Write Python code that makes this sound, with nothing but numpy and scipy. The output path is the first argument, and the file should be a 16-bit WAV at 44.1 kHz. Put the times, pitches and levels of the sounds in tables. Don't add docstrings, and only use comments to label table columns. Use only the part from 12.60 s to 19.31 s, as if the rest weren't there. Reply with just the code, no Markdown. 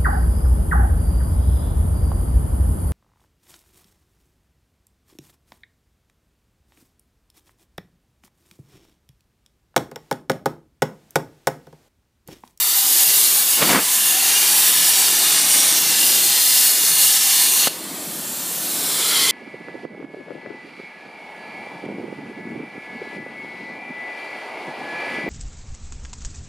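import sys
import numpy as np
from scipy import signal
from scipy.fft import rfft, irfft, next_fast_len
from scipy.io import wavfile
from scipy.ndimage import uniform_filter1d, map_coordinates

SR = 44100
rng = np.random.default_rng(int(sys.argv[2]) if len(sys.argv) > 2 else 0)


def wav_record(signal):
    frames = np.transpose(np.atleast_2d(signal))
    bounded = np.clip(frames, -1, 1)
    quanta = np.round(bounded * 32767).astype(np.int16)
    wavfile.write(sys.argv[1], SR, quanta)


N = 295911
T = np.arange(N) / SR
ARC_OFF_S = 5.078
SWELL_START_S, SWELL_END_S = 5.22, 6.58

# frequency in Hz, relative level in dB.
HANDLING_SPECTRUM = [(20, -16), (40, -16), (90, 0), (150, -4), (300, -20), (600, -70)]
FAN_SPECTRUM = [(25, -42), (60, -38), (90, -27), (125, -7.5), (190, -3.5), (300, 0.5), (380, -0.5),
                (480, -4.5), (760, -5), (1100, -8.5), (2500, -24), (6000, -60)]
AIR_SPECTRUM = [(400, -20), (750, -15), (1300, -6), (2400, -4.5), (3200, -4), (4600, -6), (6000, -5),
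                (8800, -1), (10800, -1.5), (12500, -3.5), (15300, 1.5)]
KICK_SPECTRUM = [(25, -41), (70, -31), (120, -11), (200, 1.5), (450, -2.5), (800, -3), (1400, -4.5),
                 (2400, -6), (5000, -21.5), (15000, -48)]
JET_SPECTRUM = [(300, -8), (560, -21), (760, -10.5), (1400, -8), (2000, -6.5), (2500, -8), (3200, -4),
                (4500, -2.5), (6500, -3.5), (9500, 3.5), (12500, 2), (15300, 0)]
# time in seconds, relative level in dB.
RUMBLE_LEVELS = [(.22, -52), (.32, -45), (1.35, -47), (1.7, -43), (3.6, -42), (4.05, -45), (4.7, -46.5),
                 (6.2, -40), (6.7, -40)]
# start and end in seconds, centre and width in Hz, lift in dB.
GAP_RESONANCES = [(6.5, 6.9, 1040, 90, 5), (6.4, 6.9, 2070, 120, 7), (6.1, 6.9, 2750, 300, -4),
                  (6.4, 6.9, 3270, 300, 4), (5.1, 6.9, 4250, 700, 3), (5.1, 6.9, 6550, 700, -1.5),
                  (5.1, 6.9, 7380, 400, 3.5), (5.0, 5.3, 9380, 240, 6), (6.3, 6.9, 11300, 200, 4),
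                  (6.35, 6.9, 14000, 3500, -3)]
# start and loudest moment in seconds, level in dB, rise and fall in dB a second.
SPUTTER_VOLLEYS = [(0.967, 1.028, -16.5, 330, 650), (1.037, 1.093, -22, 130, 200),
                   (1.088, 1.138, -17, 170, 273), (1.146, 1.175, -18.5, 300, 430)]
# time in seconds, relative level in dB.
BIG_POPS = [(1.026, -13), (1.148, -13), (1.174, -11), (1.1795, -11), (1.226, -22), (5.072, -4.5)]
# delay in seconds, level in dB against the direct sound.
MACHINE_ECHOES = [(.0021, -6), (.0044, -10), (.0078, -14)]
# time in seconds, level in dB before surges.
FLAME_LEVELS = [(0, -34), (1.3, -33), (1.8, -28.5), (2.4, -30), (3.1, -30.5), (3.35, -33), (5.05, -31.5)]
# time in seconds, relative levels of hiss and sizzle in dB.
JET_LEVELS = [(0.0, -25, -19), (0.66, -20, -14.5), (0.76, -23.5, -15.5), (1.12, -21.5, -19.5),
              (1.18, -27, -23), (1.23, -25.5, -19), (1.83, -20, -16.5), (2.07, -20.5, -14.5),
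              (2.17, -20, -17.5), (3.16, -20.5, -17.5), (3.25, -21.5, -19), (3.99, -19.5, -15.5),
              (4.15, -22, -17.5), (4.5, -20, -15.5), (4.65, -20.5, -18), (5.0, -21, -16.5),
              (5.03, -20.5, -18.5)]
# moment of breaking off in seconds, swell before and dip after in dB.
JET_SURGES = [(.44, 3, 4), (2.1, 1, 2.5), (2.49, 2, 3), (3.19, 3, 1.5), (4.58, 3, 3.5)]
# centre and width in Hz, lift in dB.
KERF_RESONANCES = [(794, 95, 6.5), (1030, 80, 4), (1734, 99, 5.5), (2600, 160, -3.5), (2830, 180, 4),
                   (3570, 360, 2.5), (4380, 500, 2), (8830, 270, 2.5)]
# start and end in seconds, centre and width in Hz, lift in dB.
KERF_SHRIEKS = [(0, 1.1, 14000, 3000, 2.5), (.5, .85, 8790, 380, 4), (1.7, 2.7, 10060, 300, 5),
                (2.3, 3.3, 5620, 320, 3.5), (2.6, 3.15, 8740, 460, 5.5), (2.85, 3.3, 10700, 260, 4.5),
                (3.3, 5.1, 1990, 400, 2.5), (3.3, 4.1, 5020, 220, 4), (3.6, 5.1, 4230, 200, 5),
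                (4.2, 5.1, 6120, 260, 3.5), (4.5, 4.62, 3690, 200, 5)]


def amp(db):
    return 10 ** (np.asarray(db) / 20)


def unit(x):
    return x / np.sqrt(np.mean(x ** 2) + 1e-20)


def spectrum_db(spectrum, hz):
    row_hz, row_db = np.transpose(spectrum)
    return np.interp(np.log(hz + 1), np.log(row_hz + 1), row_db)


def curves(rows):
    times, *columns = np.transpose(rows)
    return [np.interp(T, times, column) for column in columns]


def wobble(rate):
    return map_coordinates(rng.standard_normal(int(N * rate / SR) + 4), [T * rate])


def rise_and_fall(peak_s, db, rise, fall):
    return amp(db - rise * np.maximum(peak_s - T, 0) - fall * np.maximum(T - peak_s, 0))


def swell_level_db(start_db, gain_db, lateness):
    progress = np.clip((T - SWELL_START_S) / (SWELL_END_S - SWELL_START_S), 0, 1)
    return start_db + gain_db * progress ** lateness


def filtered(x, response):
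    size = next_fast_len(N + SR // 2)
    return irfft(rfft(x, size) * response(np.fft.rfftfreq(size, 1 / SR)), size)[..., :N]


def band(x, lo_hz, hi_hz):
    part = filtered(x, lambda hz: 1 / np.sqrt((1 + (lo_hz / (hz + 1)) ** 20) * (1 + (hz / hi_hz) ** 20)))
    power = np.abs(uniform_filter1d(part ** 2, size=SR // 6))
    return part / np.sqrt(power + 1e-12)


def turbulence(spectrum, resonances, patchy_db):
    hz, times, noise = signal.stft(rng.standard_normal(N), SR, nperseg=2048)
    patches = rng.standard_normal(noise.shape)
    for _ in range(2):
        patches = uniform_filter1d(uniform_filter1d(patches, size=3, axis=0), size=9, axis=1)
    db = spectrum_db(spectrum, hz)[:, None] + patchy_db * unit(patches)
    for start, end, centre, width, lift in resonances:
        fade = np.clip(np.minimum(times - start, end - times) / .16 + .7, 0, 1)
        drift = np.interp(times, T, wobble(4))
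        flicker = 1 + .35 * np.interp(times, T, wobble(10))
        detune = (hz[:, None] - centre) / width + .1 * drift
        db = db + lift * fade * flicker * .5 ** ((2 * detune) ** 2)
    return unit(signal.istft(noise * amp(db), SR, nperseg=2048)[1][:N])


def handling():
    rumble = unit(filtered(rng.standard_normal(N), lambda hz: amp(spectrum_db(HANDLING_SPECTRUM, hz))))
    return amp(swell_level_db(start_db=-79, gain_db=22, lateness=4.5) + 3.1 * wobble(7.3)) * rumble


def extraction_fan():
    level_db, = curves(RUMBLE_LEVELS)
    blade_hz = 168 + 2.24 * wobble(12)
    hum = np.sin(2 * np.pi * np.cumsum(blade_hz) / SR) * amp(-12.5 + 3.9 * wobble(9.7))
    gain = amp(level_db + 4.5 + 0.88 * wobble(4))
    return gain * (turbulence(FAN_SPECTRUM, [], patchy_db=2.0) + hum)


def cooling_air():
    gas = turbulence(AIR_SPECTRUM, GAP_RESONANCES, patchy_db=2.5)
    rush = amp(swell_level_db(start_db=-43.5, gain_db=17, lateness=3.6)) * band(gas, 560, 2570)
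    hiss = amp(swell_level_db(start_db=-40, gain_db=19.8, lateness=2.43)) * band(gas, 2980, 5250)
    sizzle = amp(swell_level_db(start_db=-34.5, gain_db=14.8, lateness=0.82)) * band(gas, 5750, 14350)
    whistle_hz = 1518 + 6 * wobble(40)
    whistle_gain = rise_and_fall(peak_s=8, db=-32, rise=36, fall=170)
    tone = np.sqrt(2) * np.sin(2 * np.pi * np.cumsum(whistle_hz) / SR)
    whistle = whistle_gain * amp(1.6 * wobble(18)) * tone
    arc_is_out = np.clip((T - ARC_OFF_S) / 0.0083, 0, 1)
    return (rush + hiss + sizzle + whistle) * arc_is_out


def pressure_kick(size=4096):
    magnitude = amp(spectrum_db(KICK_SPECTRUM, np.fft.rfftfreq(size, 1 / SR)))
    cepstrum = irfft(np.log(magnitude))
    cepstrum[1:size // 2] *= 2
    cepstrum[size // 2 + 1:] = 0
    kick = irfft(np.exp(rfft(cepstrum)))
    return kick / np.abs(kick).max()


def arc_pops(kicks_per_s=1500, thump_hz=1500, thump_db=3.5):
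    unrest = sum(rise_and_fall(*shape) * (T > start) for start, *shape in SPUTTER_VOLLEYS)
    kick = pressure_kick()
    hits = (rng.random(N) < kicks_per_s / SR) * rng.choice([-1, 1], N)
    volleys = unit(signal.fftconvolve(hits, kick)[:N]) * unrest
    pops = np.zeros(N)
    for time_s, db in BIG_POPS:
        for delay_s, path_db in [(0.00059, 0)] + MACHINE_ECHOES:
            pops[round((time_s + delay_s) * SR)] -= amp(db + path_db)
    thumps = amp(thump_db) * signal.lfilter(*signal.butter(2, thump_hz, fs=SR), pops)
    return volleys + signal.fftconvolve(thumps, kick)[:N]


def jet_surges_db(build_s=0.021, snap_s=0.013, recover_s=0.027):
    total = np.zeros(N)
    for break_s, swell_db, dip_db in JET_SURGES:
        broken = np.clip((T - break_s) / snap_s + .5, 0, 1)
        away_s = np.abs(T - break_s)
        total += (1 - broken) * swell_db * np.exp(-away_s / build_s)
        total -= broken * dip_db * np.exp(-away_s / recover_s)
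    return total


def cutting_jet():
    hiss_db, sizzle_db = curves(JET_LEVELS)
    flame_db, = curves(FLAME_LEVELS)
    surge_db = jet_surges_db() + 0.64 * wobble(14)
    lasting = [(0, T[-1], *resonance) for resonance in KERF_RESONANCES]
    gas = turbulence(JET_SPECTRUM, lasting + KERF_SHRIEKS, patchy_db=2.5)
    flame = amp(flame_db + surge_db + 0.43 * wobble(40)) * band(gas, 470, 2580)
    hiss = amp(hiss_db - 0.1 + surge_db + 0.37 * wobble(45)) * band(gas, 2555, 6880)
    sizzle = amp(sizzle_db + 0.24 + 0.64 * surge_db + 0.77 * wobble(22.05)) * band(gas, 6800, 17300)
    since_off_s = np.maximum(T - ARC_OFF_S, 0)
    direct = amp(-60 * since_off_s / 0.055)
    hall_tail = amp(-12.5 - 60 * since_off_s / 0.55)
    return (flame + hiss + sizzle) * np.maximum(direct, hall_tail)


def scene():
    mono = cutting_jet() + arc_pops() + cooling_air() + extraction_fan() + handling()
    return np.array([mono, mono])


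def record(dry, ceiling=.85, top_hz=15350):
    rounded = dry / (1 + np.abs(dry / ceiling) ** 8) ** (1 / 8)
    return filtered(rounded, lambda hz: hz < top_hz)


dry = scene()
out = record(dry)
wav_record(out)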